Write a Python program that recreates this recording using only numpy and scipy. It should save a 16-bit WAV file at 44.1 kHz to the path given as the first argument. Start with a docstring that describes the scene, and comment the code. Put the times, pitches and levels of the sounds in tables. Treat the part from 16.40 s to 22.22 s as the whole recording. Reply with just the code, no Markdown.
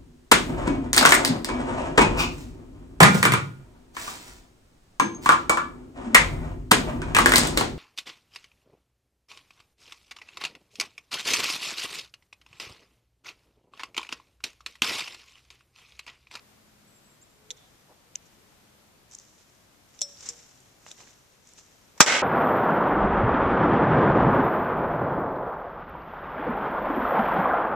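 """Wind murmurs softly over quiet woods, faint tones drift in and a small bird whistles.
A smoke grenade is readied: its pin and lever click and ring, dry leaves crackle, twigs snap.
Set down, it fires with a sharp pop, a pressure push with noise bursts, that overloads the recorder.
A moment later smoke rushes from the vent, a sputtering jet of noise coloured by the hollow can.
The trees answer faintly, as decaying noise convolved with the sounds."""
import sys
import numpy as np
from scipy import signal
from scipy.fft import rfft, irfft, next_fast_len
from scipy.io import wavfile
from scipy.ndimage import map_coordinates

SR = 44100
rng = np.random.default_rng(int(sys.argv[2]) if len(sys.argv) > 2 else 0)


def inscribe(sig):
    """Save sig as 16-bit PCM at rate SR to the path in sys.argv[1].

    A 1-D sig is mono; a 2-D sig holds one channel per row.
    Samples are clipped to [-1, 1] before scaling.
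    """
    pcm = np.round(np.clip(np.atleast_2d(sig).T, -1, 1) * 32767)
    wavfile.write(sys.argv[1], SR, pcm.astype(np.int16))


N = 256662
T = np.arange(N) / SR  # s

# How alike scattered sound is at the two microphones: pitch_hz, likeness (0 to 1)
SCATTERED_ALIKE = [(130, 0.96), (600, 1), (1400, 0.78), (3000, 0.63), (6500, 0.094)]
# Colour difference of the two microphones: pitch_hz, left_minus_right_db
MICROPHONE_LEAN = [(2500, -0.5), (4300, -1.5), (5800, -7.5), (7400, 13), (9500, 11), (14000, 16)]


def pop():
    """The fuse fizzes, the seal cracks, and the charge bursts out in a blast with a spray of gas behind it."""
    # Colour of the pressure burst: pitch_hz, level_db
    blast_colour = [(30, -21), (80, -1.5), (160, -3.5), (400, -3), (900, 0.5), (1500, 2.5), (2100, 0.5),
                    (3000, -18), (7000, -23), (14000, -31)]
    # The blast at the two microphones: pitch_hz, likeness (0 to 1)
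    blast_alike = [(100, 0.62), (500, 0.96), (2000, 0.98)]
    # Left-right tilt of the blast: pitch_hz, left_minus_right_db
    blast_lean = [(200, -16), (500, -3), (1200, 1)]
    # Colour of the gas: pitch_hz, level_db
    gas_colour = [(60, -14), (250, -22), (600, -10), (1300, -11), (2000, -1.5), (3000, -9.5), (3900, -6),
                  (4400, -10.5), (5700, -2), (7400, -7), (8600, -17), (10200, -31), (14000, -40)]
    # Colour of the blast thrown back by the ground: pitch_hz, level_db
    scatter_colour = [(100, -29), (450, 4), (1300, 7.5), (2400, -7), (5000, -37)]
    fizz_s, crack_s, burst_s = 5.577, 5.6008, 5.6043
    shock_db, push_s = 5, 0.00087  # the first pressure front and the length of its push

    t = T - burst_s
    fizz = amp(-47.5) * decay(T - fizz_s, 0.08)
    crack = amp(-25) * fade(T - crack_s, 0.00038)
    lead = (fizz + crack) * (t < 0)
    spray = amp(-2.5) * fade(t, 0.0005) * decay(t, 0.085)
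    gas = stereo(white(), gas_colour, SCATTERED_ALIKE, MICROPHONE_LEAN) * (lead + spray)

    blast = stereo(white(), blast_colour, blast_alike, blast_lean) * amp(5.5) * decay(t, 0.021)
    u = np.maximum(t, 0) / push_s
    shock = amp(shock_db) * (1 - u) * np.exp(-u)  # a push, then a weaker pull
    scatter = stereo(white(), scatter_colour, SCATTERED_ALIKE, MICROPHONE_LEAN)
    scatter *= amp(-22.5) * decay(t, 0.27)
    burst = gas + fade(t, 0.00051) * (shock + blast + scatter)
    # the burst has little deep bass
    return signal.sosfilt(signal.butter(2, 95, "highpass", fs=SR, output="sos"), burst)


def jet():
    """The vent spits; burning smoke builds, flares and sags, roaring through the can; its hiss fades first."""
    # Colour of the roar before the can shapes it: pitch_hz, level_db
    roar_colour = [(40, -45), (110, -19), (250, -7.5), (480, -1.5), (750, -3.5), (1100, -4.5), (1550, -4.5),
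                   (2150, -2.5), (2900, -2.5), (3600, -7.5), (6000, -25), (12000, -69)]
    # Colour of the hiss: pitch_hz, level_db
    hiss_colour = [(1500, -10), (3800, -1), (4600, 1.5), (5800, 3), (7200, 1.5), (8200, -8), (10500, -26),
                   (14000, -35)]
    # The charge flares: peak_s, boost_db, half_length_s
    surges = [(5.682, 4, .005), (5.703, 5, 0.0057), (5.725, 4.5, 0.0037), (5.752, 4, 0.0085)]
    open_s = 5.6625
    roar_db, hiss_db = -24, -27  # base levels of the jet
    build_s, build_db = 0.016, 4  # the flow builds up after the vent opens
    hold_s, sag_db_per_s = 0.11, 138  # then holds, and sags as the pressure drops
    hiss_fade_db_per_s = 38  # the hiss dies away from the start
    roar_flutter_db, hiss_flutter_db = 1.5, 1.6

    t = T - open_s
    age = np.maximum(t, 0)
    flares_db = sum(db * np.exp(-((T - s) / width) ** 2) for s, db, width in surges)
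    flow_db = build_db * (fade(t, build_s) - 1) - sag_db_per_s * np.maximum(age - hold_s, 0)

    roar_level_db = roar_db + flow_db + flares_db + roar_flutter_db * wobble(300)
    roar = stereo(filtered(white(), cavity), roar_colour, SCATTERED_ALIKE, MICROPHONE_LEAN)
    roar *= amp(roar_level_db)

    hiss_level_db = hiss_db + flow_db + 0.44 * flares_db - hiss_fade_db_per_s * age
    hiss_level_db += hiss_flutter_db * wobble(700)
    hiss = stereo(white(), hiss_colour, SCATTERED_ALIKE, MICROPHONE_LEAN) * amp(hiss_level_db)

    spit = amp(-16.0) * stereo(white(), roar_colour, SCATTERED_ALIKE, MICROPHONE_LEAN)
    spit += amp(-18.5) * stereo(white(), hiss_colour, SCATTERED_ALIKE, MICROPHONE_LEAN)
    return (roar + hiss) * fade(t, 0.002) + spit * decay(t, 0.0099)


def cavity(hz):
    """The hollow can favours a few narrow bands."""
    # Cavity resonances: centre_hz, width_hz, boost_db
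    resonances = [(1500, 170, 8), (1940, 130, 4.5), (2160, 160, 8.5), (1270, 120, 3), (940, 180, 1.5)]
    return amp(sum(boost / (1 + (2 * (hz - centre) / width) ** 2) for centre, width, boost in resonances))


def handling():
    """The lever cracks and sets the loose parts ringing unsteadily; some knocks also sound the hollow can."""
    # The lever and the can knock: start_s, level_db, t60_s, clack_hz, clack_db, ring_db
    lever_clicks = [(3.5910, -30.5, 0.0086, 3670, -8, -18), (3.6098, -20, 0.005, 3500, -13, -24),
                    (3.6160, -7, 0.0053, 3600, -17, -33), (3.6188, -7, 0.0065, 3520, -16, -19.5),
                    (3.6255, -29, 0.042, 3930, -4.5, -12), (3.8892, -19, 0.049, 2880, -34, -33)]
    # Colour of the crack: pitch_hz, level_db
    snap_colour = [(1300, -60), (2500, -51), (5000, -0.5), (5700, 13), (6400, 3.5), (7500, 4.5),
                   (8400, -14), (9800, -15), (10600, -17.5), (14000, -28)]
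    # The metal's ringing modes: pitch_hz, level_db, t60_s
    steel_modes = [(3540, -13, 0.07), (5071, -19, 0.08), (5380, -2.5, 0.14), (5770, -2, .105),
                   (8050, -10, 0.12), (10000, -19, 0.055), (13880, -22, 0.067)]
    # Hollow notes of the can: start_s, pitch_hz, level_db, t60_s
    can_notes = [(1.106, 491, -53, 0.15), (3.616, 616, -30, 0.012), (3.617, 567, -50, 0.52),
                 (3.891, 198, -51, 0.06), (3.894, 474, -51.5, 0.39)]
    rattle_rad = 0.22  # phase unsteadiness of the ring

    out = np.zeros((2, N))
    t = np.arange(SR // 2) / SR
    for s, db, t60, clack_hz, clack_db, ring_db in lever_clicks:
        crack = contact(snap_colour, t, t60, spread=0.72)
        crack += amp(clack_db) * contact(hump(clack_hz), t, t60, spread=0.6)
        ring = np.zeros((2, len(t)))
        for hz, level, life in steel_modes:
            # level and phase differ a little from side to side
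            strength = amp(level + rng.normal(0, 1, (2, 1)))
            phase = rng.normal(0, 0.92, (2, 1)) + rattle_rad * wobble(115)[:len(t)]
            ring += strength * decay(t, life) * np.sin(2 * np.pi * hz * t + phase)
        add(out, s, amp(db) * (crack + amp(ring_db) * ring * fade(t, 0.0015)))
    for s, hz, db, t60 in can_notes:
        add(out, s, amp(db) * fade(t, 0.00076) * decay(t, t60) * np.sin(2 * np.pi * hz * t))
    return out


def pin():
    """The safety pin catches and slips with dry clicks, each a bright impact with a damped clack."""
    # Catches and slips: start_s, level_db, t60_s, clack_hz, clack_db
    pin_clicks = [(1.1052, -26, 0.02, 3700, 3.5), (1.1103, -25, 0.029, 3730, -4),
                  (1.7545, -28.5, 0.0099, 2960, -1), (1.7569, -12, 0.0058, 2660, -18)]
    # Bright part of the click: pitch_hz, level_db
    pin_colour = [(1000, -42), (2000, -21), (3800, -23.5), (5100, -15), (5700, -0.5), (6250, 1.5),
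                  (6900, -2), (7700, -13), (9500, -22.5), (10500, -30), (14000, -37)]
    out = np.zeros((2, N))
    t = np.arange(SR // 10) / SR
    for s, db, t60, clack_hz, clack_db in pin_clicks:
        bright = contact(pin_colour, t, t60, spread=0.78)
        clack = amp(clack_db) * contact(hump(clack_hz), t, t60, spread=0.46)
        add(out, s, amp(db) * (bright + clack))
    return out


def litter():
    """Feet and hands crush leaves into crackles, scuff soil, break twigs, knock on sticks; fuse ticks join in."""
    # A foot or hand presses down: full_weight_s, press_s, release_t60_s, leaf_db, soil_db
    steps = [(1.172, 0.011, 0.071, -58, -62), (1.86, 0.017, 0.12, -63, -75),
             (2.742, 0.074, 0.04, -50.5, -60), (2.8, 0.013, 0.19, -57.5, -64),
             (3.01, 0.14, 0.14, -62, -66.5), (3.6, 0.23, 1, -59.5, -62), (3.883, 0.21, 0.32, -43.5, -50.5),
             (4.509, 0.13, 0.17, -49.5, -55), (4.605, 0.096, 0.64, -52.5, -56),
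             (5.085, 0.12, 1, -59, -64.5), (5.184, .04, 0.28, -51.5, -57.5)]
    # Colour of crisp leaves: pitch_hz, level_db
    leaf_colour = [(1500, -33), (4200, -14.5), (5700, 0.5), (7300, -1.5), (8800, -15.5), (11000, -35),
                   (14500, -42)]
    # Colour of scuffed ground: pitch_hz, level_db
    soil_colour = [(100, 2.5), (600, 0.5), (2300, 2.5), (4000, 3), (8000, -16), (14000, -30)]
    # Soft shuffles, and the small ticks as the fuse starts to fizz: peak_s, level_db, half_length_s
    shuffles_and_ticks = [(1.51, -57.5, 0.024), (4.615, -59.5, 0.031), (5.568, -55, 0.0026),
                          (5.58, -51, 0.0046)]
    # Colour of the shuffles and ticks: pitch_hz, level_db
    soft_colour = [(100, -21), (420, 4), (640, 1), (920, 5), (1400, -10), (6000, -27)]
    # Twigs and dry leaves breaking: start_s, level_db, pitch_hz
    twigs = [(2.713, -36, 6160), (2.7212, -39, 6300), (2.7478, -32, 6200), (2.7507, -24, 6800),
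             (2.7857, -35, 6000), (2.7878, -30.5, 6300), (2.7986, -36, 6400), (3.7720, -36, 4800),
             (4.204, -41.5, 7150), (4.514, -28.5, 3700), (4.5156, -27, 6700), (5.0733, -38, 6600),
             (5.0903, -40, 6220), (5.136, -38, 6900)]
    # Dull knocks of gear and sticks: start_s, level_db
    knocks = [(4.4649, -30), (4.5134, -43), (4.6047, -36), (4.635, -39), (4.675, -39.5)]
    # Colour of the knocks: pitch_hz, level_db
    thud_colour = [(200, -9), (700, -2), (1400, 2.5), (2700, 3), (4000, -12), (9000, -32)]
    twig_t60_s, knock_t60_s = 0.0085, 0.0077

    t = np.arange(SR // 10) / SR
    specks = rng.random(N) < 1500 / SR  # about 1500 crackles a second
    crackles = white() * specks * amp(0.94 * np.minimum(rng.exponential(size=N), 3))
    clumps = amp(3.9 * np.tanh(wobble(110)))
    rustle = unit(crackles * clumps) + 0.74 * white()
    leaves = stereo(rustle, leaf_colour, [(3000, 0.47)], [(3000, 0)])
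    soil = stereo(white() * clumps, soil_colour, SCATTERED_ALIKE, [(3000, 0)])

    power = np.zeros((2, N))  # overlapping presses add as power: leaves, soil
    for s, press_s, release_s, leaf_db, soil_db in steps:
        power += (amp([[leaf_db], [soil_db]]) * press(s, press_s, release_s)) ** 2
    leaf_gain, soil_gain = np.sqrt(power)
    out = leaf_gain * leaves + soil_gain * soil

    soft_noise = stereo(white(), soft_colour, SCATTERED_ALIKE, MICROPHONE_LEAN)
    for s, db, width in shuffles_and_ticks:
        out += amp(db) * np.exp(-((T - s) / width) ** 2) * soft_noise
    for s, db, hz in twigs:
        add(out, s, amp(db) * contact(hump(hz), t, twig_t60_s, spread=0.55))
    for s, db in knocks:
        add(out, s, amp(db) * contact(thud_colour, t, knock_t60_s, spread=0.5))
    return out


def press(s, press_s, release_s):
    """Weight comes on over the press time, then lifts; the leaves settle slowly."""
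    settle_db, settle_t60_s = -10.5, 2  # crushed leaves keep creeping back after each press
    t = T - s
    after = np.maximum(t, 0)
    settling = amp(settle_db) * decay(after, settle_t60_s)
    return fade(t + press_s, press_s) ** 2 * np.maximum(decay(after, release_s), settling)


def bird():
    """Thin, unsteady whistles: sine tones that bend through three pitches."""
    # Bird notes: start_s, length_s, start_hz, middle_hz, end_hz, level_db
    bird_notes = [(0.26, .042, 7300, 7000, 7600, -73), (0.47, .042, 8350, 7860, 8200, -65.5),
                  (0.504, 0.097, 8460, 7630, 7440, -67), (0.63, 0.13, 8500, 7630, 7630, -67.5),
                  (0.812, 0.022, 6120, 7200, 7650, -53.5)]
    warble_hz = 70  # unsteadiness of the pitch
    out = np.zeros((2, N))
    for s, length, start_hz, middle_hz, end_hz, db in bird_notes:
        u = np.linspace(0, 1, int(length * SR))
        bend = np.polyfit([0, 0.5, 1], [start_hz, middle_hz, end_hz], 2)
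        hz = np.polyval(bend, u) + warble_hz * wobble(111)[:len(u)]
        flutter = amp(2.4 * wobble(96)[:len(u)])
        swell = np.sqrt(np.abs(np.sin(np.pi * u)))
        add(out, s, amp(db) * flutter * swell * np.sin(2 * np.pi * np.cumsum(hz) / SR))
    return out


def air():
    """A soft, nearly steady murmur of wind over the woods; wavering tones drift in from far away."""
    # Colour of the still woods: pitch_hz, level_db
    air_colour = [(25, -10), (60, -5.5), (130, -5), (215, -7.5), (270, -9), (700, -13), (1800, -16.5),
                  (4500, -20), (7000, -21.5), (10000, -25), (14000, -25.5)]
    # Left-right likeness of the murmur: pitch_hz, likeness (0 to 1)
    air_alike = [(60, .45), (140, 0.78), (300, 0.5), (650, 0.24), (2000, 0.033)]
    # Left-right tilt of the murmur: pitch_hz, left_minus_right_db
    air_lean = [(100, -0.5), (600, 6), (1300, 3.5), (4000, .5)]
    # Faint distant drones: peak_s, half_length_s, pitch_hz, level_db
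    far_tones = [(.3, 0.45, 213.6, -66), (1.078, 0.094, 428, -63), (1.238, 0.082, 750, -71),
                 (2.4, 0.34, 213.3, -67.5)]
    air_db, gust_db = -59, 0.6
    wind = amp(air_db + gust_db * wobble(3.32)) * stereo(white(), air_colour, air_alike, air_lean)
    tones = np.zeros(N)
    for s, width, hz, db in far_tones:
        swell = amp(db) * np.exp(-((T - s) / width) ** 2)
        tones += swell * np.sin(2 * np.pi * hz * T + wobble(9.9))
    return wind + tones


def woods(x):
    """Nearby ground scatters at once; the trunks answer later, each band dying at its own rate."""
    # Decay of the trunks' echo: pitch_hz, t60_s
    tree_decay = [(200, 0.14), (2000, 0.97), (6000, 0.58), (12000, 0.38)]
    hz, t, z = signal.stft(white(size=SR * 3 // 4), SR, nperseg=256)
    trunks = amp(-60 * t / along(tree_decay, hz)[:, None]) * (0.13 + fade(t - 0.05, 0.025))
    ground = 1.94 * decay(t, 0.083)
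    tail = signal.istft(z * (trunks + ground), SR, nperseg=256)[1]
    return signal.fftconvolve(x, tail / np.linalg.norm(tail[0]), axes=1)[:, :N]


def contact(spectrum, t, t60, spread):
    """A sharp impact shared by both microphones and a short scrape that differs, tilted in the treble."""
    # Clicks at the two microphones: pitch_hz, left_minus_right_db
    click_lean = [(4500, -1.5), (5700, -8), (7400, 14), (10000, 10)]
    # folding the cepstrum puts the colour's energy at and after the impact
    log_gain = np.log(amp(along(spectrum, np.fft.rfftfreq(2 * len(t), 1 / SR))))
    cepstrum = irfft(log_gain)[:len(t)]
    response = irfft(np.exp(rfft(2 * cepstrum, 2 * len(t))))
    shape = decay(t, t60)
    force = white(size=len(t)) * shape
    force[0, 0] += 0.99 * np.linalg.norm(shape)  # the impact reaches both microphones together
    mid, side = signal.fftconvolve(force, response[None], axes=1)[:, :len(t)]
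    pair = leaning(np.array([mid + spread * side, mid - spread * side]), click_lean)
    return 0.5 * unit(pair) * np.sqrt(np.mean(shape ** 2))


def hump(hz):
    """The spectrum of one heavily damped resonance, as (Hz, dB) points."""
    return [(hz / 3, -38), (hz * 0.72, -17), (hz, 0), (hz * 1.28, -16), (hz * 2, -42)]


def stereo(pair, spectrum, alike, lean):
    """Two unrelated signals made a coloured left-right pair of rms 1."""
    def mid_side(hz):
        turn = np.arccos(np.clip(along(alike, hz), -1, 1)) / 2
        return amp(along(spectrum, hz)) * [np.cos(turn), np.sin(turn)]

    mid, side = filtered(pair, mid_side)
    return unit(leaning(np.array([mid + side, mid - side]), lean))


def leaning(pair, lean):
    """Tilt a pair to the left or right, band by band."""
    return filtered(pair, lambda hz: amp(np.outer([0.5, -0.5], along(lean, hz))))


def filtered(x, response):
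    """x times a response of frequency."""
    n = x.shape[-1]
    m = next_fast_len(n + SR // 8)
    return irfft(rfft(x, m) * response(np.fft.rfftfreq(m, 1 / SR)), m)[..., :n]


def along(points, hz):
    """(Hz, value) points read on a log axis."""
    f, v = np.transpose(points)
    return np.interp(np.log(hz + 1), np.log(f + 1), v)


def white(size=N):
    """Two unrelated white noises."""
    return rng.standard_normal((2, size))


def wobble(rate):
    """A smooth random curve, rate knots a second."""
    return map_coordinates(rng.standard_normal(int(N * rate / SR) + 4), [T * rate])


def decay(t, t60):
    """Silent before t = 0, then dying away by 60 dB in t60 seconds."""
    return (t >= 0) * np.exp(-np.log(1000) * np.maximum(t, 0) / t60)


def fade(t, rise):
    """Opens from 0 to 1 over the rise time."""
    return np.clip(t / rise, 0, 1)


def amp(db):
    """Decibels to gain."""
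    return 10 ** (np.asarray(db) / 20)


def unit(x):
    """Scale to rms 1."""
    return x / np.sqrt(np.mean(x ** 2) + 1e-20)


def add(track, s, sound):
    """Mix a sound in at a time in seconds."""
    part = track[:, round(s * SR):][:, :sound.shape[-1]]
    part += sound[..., :part.shape[-1]]


def scene():
    """Everything in the clearing, with its echo; the pin, held clear of the ground, has the dullest."""
    pin_echo_db, pin_echo_hz = -13.5, 4660  # the trunks return mostly the duller part of the pin's click
    near = pop() + jet() + handling() + litter()
    clicks, song = pin(), bird()
    dull_clicks = filtered(clicks, lambda hz: 1 / (1 + (hz / pin_echo_hz) ** 4))
    echo = woods(amp(-15.0) * near + amp(pin_echo_db) * dull_clicks + amp(-0.5) * song)
    return near + clicks + song + echo + air()


def record(dry):
    """The recorder clips at full scale, thins the deepest bass and keeps nothing above its band limit."""
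    top_hz = 14500
    clipped = np.clip(dry, -1, 1)
    thinned = signal.sosfilt(signal.butter(1, 28, "highpass", fs=SR, output="sos"), clipped)
    return filtered(thinned, lambda hz: hz < top_hz)


dry = scene()
out = record(dry)
inscribe(out)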